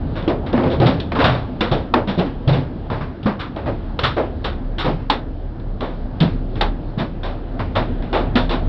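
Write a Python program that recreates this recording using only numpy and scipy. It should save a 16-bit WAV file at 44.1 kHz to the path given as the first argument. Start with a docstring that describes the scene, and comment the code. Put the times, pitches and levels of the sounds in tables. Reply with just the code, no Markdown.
"""Hailstorm on a slow car

Inside a car rolling slowly through a hailstorm, heard by a small camera behind the windshield.
Hailstones crack on glass and sheet metal: noise bursts and decaying sines, each panel booming at its own pitch.
Rain is flickering bands of noise, with dull taps of small pellets; engine and road are a wavering sine
and low resonant noise. The loudest blows overload the camera, whose gain sinks after them."""
import sys
import numpy as np
from scipy import signal
from scipy.io import wavfile
from scipy.ndimage import uniform_filter1d

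SR = 44100
rng = np.random.default_rng(int(sys.argv[2]) if len(sys.argv) > 2 else 0)


def to_wav(sig):
    """Store sig (one row per channel, or 1-D mono) as 16-bit WAV at the path in sys.argv[1].

    Samples outside -1..1 are clipped; the rate is SR.
    """
    pcm = np.clip(np.atleast_2d(sig), -1, 1) * 32767
    pcm = np.round(pcm).astype(np.int16)
    wavfile.write(sys.argv[1], SR, pcm.T)  # frames by channels


N = 382788

# Resonances of the cabin air and panels. Each row: centre in Hz, width in Hz, gain in dB.
CABIN_MODES = [(81, 30, -4.5), (137, 55, 12), (245.5, 44, 13), (380, 120, -1.5), (604, 83, -33)]


def undb(db):
    """Level to amplitude: 20 dB are a factor of ten."""
    return 10 ** (np.asarray(db) / 20)


def unit(x):
    """Normalization to an rms amplitude of 1."""
    return x / np.sqrt(np.mean(x ** 2))


def ring(x, hz, width):
    """Second-order resonance with gain 1 at its centre; Q is centre over width."""
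    return signal.lfilter(*signal.iirpeak(hz, max(hz / width, .3), fs=SR), x)


def rings(x, modes):
    """Modal superposition: several resonances side by side."""
    return sum(undb(db) * ring(x, hz, width) for hz, width, db in modes)


def walk(rate):
    """Slow random modulation: levels held 1 / rate s, smoothed by two moving averages."""
    hold = int(SR / rate)
    levels = np.repeat(rng.standard_normal(N // hold + 1), hold)
    return uniform_filter1d(uniform_filter1d(levels, hold), hold)[:N]


def burst(x, shape):
    """Energy-normalized burst: noise under an envelope, carrying exactly the energy of that envelope."""
    return unit(x * shape) * np.sqrt(np.mean(shape ** 2))


def follow(x, s):
    """Leaky integration of sound power with a time constant of s seconds."""
    keep = np.exp(-1 / (max(s, .005) * SR))
    return signal.lfilter([1 - keep], [1, -keep], x ** 2)


def rumble(hz):
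    """Structure-borne sound: the engine throbs at a wavering pitch, the road excites a low resonance."""
    shake_hz, shake_width_hz = 34., 8.2
    phase = 2 * np.pi * np.cumsum(hz * (1 + 0.0608 * walk(8.3))) / SR
    throb = np.sin(phase) * undb(1.2 * walk(24.0))
    shake = ring(rng.standard_normal(N), shake_hz, shake_width_hz)
    shake = ring(shake, shake_hz, 4.4 * shake_width_hz)
    return unit(unit(throb) + 0.65 * unit(shake))


def rain():
    """Superposed random impacts: dense drops of uneven size heard through the roof, flickering by band."""
    # Spectrum of rain under the roof. Each row: frequency in Hz, relative level in dB per Hz.
    spectrum = [(26, -30), (45, -10), (69, 1), (190, -10.5), (258, -6.5), (419, -17.5), (683, -17.5),
                (1000, -31.5), (1570, -32.5), (2040, -47.5), (3680, -40.5), (5300, -58.5), (5750, -59.5),
                (7480, -93.5), (12700, -120)]
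    hz_points, db_points = np.transpose(spectrum)
    out, gust = 0, walk(4.4)  # the gust moves all bands together
    for hz in 50 * 2 ** np.arange(0, 7.2, 1 / 3):  # third octaves
        drops = rng.standard_normal(N) * undb(1.4 * rng.exponential(size=N))
        db = np.interp(np.log(hz), np.log(hz_points), db_points)
        db = db + 0.5 * gust + 3.3 * walk(14.0)
        band = ring(ring(drops, hz, hz / 2.7), hz, hz / 2.7)
        out = out + undb(db) * band
    return unit(out)


def patter(per_s=24.0, size_db=5.0):
    """Random impulse excitation: small pellets and fat drops tap dully into the cabin resonances."""
    hits = (rng.random(N) < per_s / SR) * undb(size_db * rng.standard_normal(N))
    tail = rng.standard_normal(2000) * np.exp(-np.arange(2000) / SR / 0.049)
    taps = signal.fftconvolve(hits, tail)[:N]
    return unit(rings(rings(taps, CABIN_MODES), CABIN_MODES))


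TICK_RISE_S = .0025  # the sharp tick peaks this long after its onset


def stone(boom_db, body_db, knock_db, tick_db, boom_hz, knock_hz, build_ms, t60):
    """Impact on a plate: treble sounds first, the heavier panel motion swells later and lasts longer."""
    # Ice on glass. Each row: resonance centre in Hz, width in Hz, gain in dB.
    crack_modes = [(3000, 590, 1), (3557, 480, 11), (3900, 1800, -38), (5300, 290, -2)]
    body_hz = 353.3
    knock_q = 4.  # pitch over width
    clack_db, clack_per_knock = -1, 0.36  # re crack, plus this share of the knock's dB
    boom_cycles = 53.1  # the diffuse boom fades 60 dB in this many cycles: deep panels roll on longer
    thud_cycles = 4.6  # the dent under the stone dies 60 dB within this many boom cycles
    panel_t60 = 0.17 + 0.54 * t60  # s, a fixed ring plus a share of the treble's
    spread = max(build_ms, .5) / 1000
    t = np.arange(int(.7 * SR)) / SR
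    noise = rng.standard_normal((7, len(t)))

    def swell(late, t60_s):
        """Gradual build-up, then exponential decay."""
        return (1 - np.exp(-(t / (spread + late)) ** 1.5)) * 10 ** (-3 * t / max(t60_s, .03))

    def free(hz, t60_s):
        """Free vibration: a decaying sine with a soft onset."""
        return np.sin(2 * np.pi * hz * t) * (1 - np.exp(-t / 0.0003)) * 10 ** (-3 * t / t60_s)

    # the ice shatters
    tick = undb(tick_db) * np.minimum(t / TICK_RISE_S, 1) * np.exp(-t / 0.003)
    # splinters and loose trim make the treble tail ragged
    ragged = undb(0.63 * unit(ring(noise[6], 60., 120.)))
    crack = burst(rings(noise[0], crack_modes), 0.33 * ragged * swell(0., t60) + .5 * tick)

    clack = ring(ring(noise[5], 1400.0, 1900.), 1400.0, 1900.)
    clack = burst(clack, 0.32 * ragged * swell(0.00061, 0.74 * t60) + 0.077 * tick)

    knock = unit(ring(noise[1], knock_hz, knock_hz / knock_q))
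    knock = knock + 0.72 * unit(ring(ring(noise[1], 1000., 960.0), 1000., 960.0))
    knock = burst(knock, .5 * swell(0.0053, 1.144 * t60) + 0.52 * tick)
    knock = knock + 0.23 * undb(tick_db) * free(knock_hz, 0.044)

    body = unit(ring(noise[2], body_hz, 60.0))
    body = body + 2.8 * unit(ring(ring(noise[2], 480., 460.0), 480., 460.0))
    body = burst(body, 0.82 * swell(0.0047, panel_t60) + 0.12 * tick)
    body = body + 0.23 * free(body_hz, 0.23)

    # the struck panel rings freely at its pitch; its neighbours and the cabin air answer more diffusely
    panel = 0.57 * free(boom_hz, .45 * panel_t60)
    rolling = 0.62 * np.sin(2 * np.pi * boom_hz * t) * swell(0.0045, .7 * panel_t60)
    thud = .8 * free(boom_hz, thud_cycles / boom_hz)
    answer = unit(ring(noise[3], boom_hz, 27.0)) + 0.41 * unit(rings(noise[4], CABIN_MODES[:3]))
    answer = burst(answer, 0.86 * swell(0.00061, boom_cycles / boom_hz))
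    boom = panel + rolling + thud + answer

    blow = crack + undb(clack_db + clack_per_knock * knock_db) * clack
    return blow + undb(knock_db) * knock + undb(body_db) * body + undb(boom_db) * boom


def hail():
    """Linear superposition: every stone's blow is added at its moment."""
    # Hailstones. Each row: time of the tick's peak in seconds, gain of the whole blow in dB,
    # boom, body, knock and tick settings in dB re crack, boom pitch in Hz, knock pitch in Hz,
    # build-up in ms, treble decay by 60 dB in seconds.
    stones = [(0.157, -23, -3, -6.5, 7, -2.5, 262, 600, 15, 0.27),
              (0.2268, -34.5, 12, 5, -3.5, 13, 174, 566, 10, 0.15),
              (0.2798, -20.5, 14.5, 12, -8, 11, 324, 530, 11.3, 0.18),
              (0.4645, -29, -4, -4, 4.5, 0.5, 235, 690, 4.5, 0.35),
              (0.5306, -28.5, -4, 18.5, -5, 12, 360, 650, 5.3, 0.15),
              (0.5444, -36.5, 32.5, 18, 1.5, 3, 247.7, 650, 35, 0.31),
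              (0.5793, -26.5, 8.5, 20.5, 23, -3, 284, 734, 29, 0.12),
              (0.6364, -31.5, 12, 19.5, -3, 7, 201, 653, 2.2, 0.12),
              (0.6605, -40, 24.5, 27, 6, -2, 148, 660, 5, 0.13),
              (0.7032, -12, -19, 4, -17, -12, 118.6, 680, 22, 0.19),
              (0.8026, -21.5, 16.5, 17.5, -5, 12, 126.6, 524, 16, 0.2),
              (0.8599, -9.5, 2.5, 0, -8, -6, 151, 690, 5.2, 0.24),
              (1.0021, -22.5, -10, -23, -9, 12, 290, 501, 2.6, 0.22),
              (1.1208, -32, 9, 8.5, 16.5, 10.5, 156, 670, 2.5, 0.099),
              (1.1515, -23, -2.5, 5, 11, -17, 245, 930, 2.8, .28),
              (1.1902, -15.5, 4, 5.5, 8.5, -1, 271, 700, 8.8, 0.43),
              (1.2432, -9, 1, -22, 3.5, 4, 124.4, 610, 1.9, 0.34),
              (1.351, -25.5, -8, -23, 8, 7, 110, 520, 5.6, 0.2),
              (1.6097, -13, -5.5, -2.5, 2, 6, 219, 503, 1.1, 0.28),
              (1.7158, -15, 1.5, 4.5, -6.5, 0, 141.4, 568, 4.7, 0.28),
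              (1.941, -20.5, 9, 14.5, 12.5, 21, 253, 899, 15, 0.18),
              (2.076, -16.5, 0.5, -5, 1.5, -1, 200, 700, 11.5, 0.29),
              (2.1795, -9.5, -0.5, 2, -7, -20, 171.6, 510, 15.6, 0.16),
              (2.2525, -42.5, 29, 17, -4, 13, 273, 619, 14, .16),
              (2.4778, -14, 7.5, 3, -12, 4, 131.5, 580, 8.6, 0.2),
              (2.5308, -17, 6.5, -0.5, -16, 3, 145.4, 503, 9.4, .21),
              (2.597, -42.5, 15, 14, -5, 14, 108.5, 620, 6.6, 0.24),
              (2.9031, -29.5, 10, 11.5, 11.5, 8, 109.6, 870, 11.5, 0.41),
              (3.0101, -38.5, 16, 0.5, 18, -2, 152, 1160, 2.8, .19),
              (3.232, -33.5, 10, -3, -9, 11, 115, 560, 4.9, 0.22),
              (3.2597, -30.5, 19.5, 15, 17.5, -8, 207.5, 1030, 2.6, 0.25),
              (3.3937, -18.5, -22.5, -22, 2.5, -11, 302, 1166, 9.4, 0.25),
              (3.5635, -36, -22, 14.5, 7.5, 7.5, 293, 487, 1.5, 0.46),
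              (3.6606, -32.5, 14.5, 21.5, 16.5, -3, 105.6, 645, 10.7, .15),
              (3.9927, -21.5, -19, -5, 1.5, 17.5, 83.4, 506, 4, 0.35),
              (4.0354, -5.5, -11.5, -15, -1, -24, 128, 1280, 3.2, 0.24),
              (4.1678, -29.5, 1, 21.5, -0.5, 6, 86, 496, 5.2, 0.28),
              (4.4445, -15, -9, -5, -1.5, 0, 191, 1255, 5.1, 0.25),
              (4.785, -8.5, -19.5, -16, -2.5, -3, 331, 1300, 14, 0.22),
              (4.8474, -16.5, 1.5, 7, 6, -3, 169.3, 517, 8, 0.15),
              (4.8755, -34, 21, 18.5, -2, 9, 156, 540, 7.9, 0.092),
              (4.97, -47.5, 26.5, 10, 4, -9, 152, 540, 44, 0.16),
              (5.1017, -7.5, -7.5, -7, 2.5, 15, 277, 863, 15, .19),
              (5.6, -51, 4, 3, 7, 17, 80.7, 486, 3.3, 0.38), (5.809, -25, 0, 9, 1, 9, 244, 1060, 12, 0.4),
              (6.2046, -11, -11, -8.5, -10, 1, 239, 522, 4.3, 0.21),
              (6.213, -25, 19, 6, 2, -8, 159.7, 514, 3, .12),
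              (6.5566, -35, 13, 2, -2, 12, 118, 576, 6.3, 0.25),
              (6.6121, -13, -19, -3, 1, 12.5, 129, 820, 1.8, 0.21),
              (6.978, -13, 3.5, -8, 4.5, -28, 168, 636, 23, 0.19),
              (7.2341, -22.5, -10, 1, 2.5, 3, 335, 670, 9.6, 0.35),
              (7.5932, -28.5, 8, -0.5, 14, -11, 80.7, 940, 2.1, 0.17),
              (7.7548, -15, -5, 2, 7.5, -7.5, 104, 670, 5.4, .26),
              (8.025, -39, -8, -16, 8.5, 10, 94, 690, 2.5, 0.57),
              (8.1303, -14.5, -31, 7, 5, -1, 110, 790, 13.4, 0.3),
              (8.3568, -8.5, 0, -5.5, 0.5, 0, 250, 650, 3.7, 0.24),
              (8.495, -9, -12, -3.5, 0, -3.5, 100, 930, 21.5, 0.23)]
    out = np.zeros(N + SR)
    for s, db, *blow in stones:
        x = undb(db) * stone(*blow)
        start = int((s - TICK_RISE_S) * SR)
        out[start:start + len(x)] += x
    return out[:N]


def scene():
    """Sum of sources: hail over rain, patter and rumble; the roof's drumming swells after loud blows."""
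    # Course of the storm. Each row: time in seconds, rain level in dB before the swelling,
    # throb pitch in Hz before its wavering, level of engine and road in dB.
    storm = [(0, -25, 36.64, -27), (0.8, -22.5, 37.9, -34), (1.5, -27.5, 33.5, -31.5),
             (2.3, -26.5, 33.95, -29.5), (3.4, -28.5, 32.73, -38), (3.9, -27, 32.96, -24.5),
             (4.2, -28, 32.94, -32.5), (4.7, -29, 32.9, -24.5), (5.4, -31, 34.3, -30),
             (6.3, -27, 34.3, -22.5), (7.3, -28.5, 34.54, -26.5), (8.68, -22.5, 36, -19.5)]
    patter_db = -11.5  # re rain
    linger_db, linger_s = -20, 0.076  # the roof drums on: level re hail, time constant of its power
    s, *columns = np.transpose(storm)
    t = np.arange(N) / SR
    rain_db, throb_hz, rumble_db = (np.interp(t, s, c) for c in columns)
    drum, taps, throb, blows = rain(), patter(), rumble(throb_hz), hail()
    roof = np.sqrt(undb(rain_db) ** 2 + undb(linger_db) ** 2 * follow(blows, linger_s))
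    return (blows + roof * (drum + undb(patter_db) * taps) + undb(rumble_db) * throb)[None]


def record(dry):
    """Nonlinear transmission: gain sinks after loud blows, the input saturates, the top is cut steeply."""
    knee_db, gain_s, gain_slope = -7, 0.18, 0.1  # automatic gain: onset level, memory, dB cut per dB
    overload = .56  # amplitude that the soft clipping approaches
    spill_hz, leak_hz = 5600, 9700  # spill is kept above the first, everything is cut above the second
    dry = dry * (1 + follow(dry, gain_s) / undb(knee_db) ** 2) ** (-gain_slope / 2)
    loud = dry / (1 + np.abs(dry / overload) ** 6) ** (1 / 6)
    dull = signal.sosfilt(signal.butter(2, 4300., fs=SR, output="sos"), loud)
    preamp = undb(-58.5) * rng.standard_normal(N)  # hiss of the microphone amplifier
    steep = signal.cheby2(8, 60, 1.305 * spill_hz, fs=SR, output="sos")  # 60 dB down from this edge
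    cut = signal.sosfilt(steep, dull + preamp)
    # a bent later stage spills a trace above the cut: rectification makes harmonics
    spill = signal.sosfilt(signal.butter(4, spill_hz, "highpass", fs=SR, output="sos"), np.abs(cut))
    hiss = undb(-90) * rng.standard_normal(N)
    last = signal.ellip(8, .5, 50, leak_hz, fs=SR, output="sos")
    return signal.sosfilt(last, cut + undb(-23.5) * spill + hiss)


dry = scene()
out = record(dry)
to_wav(out)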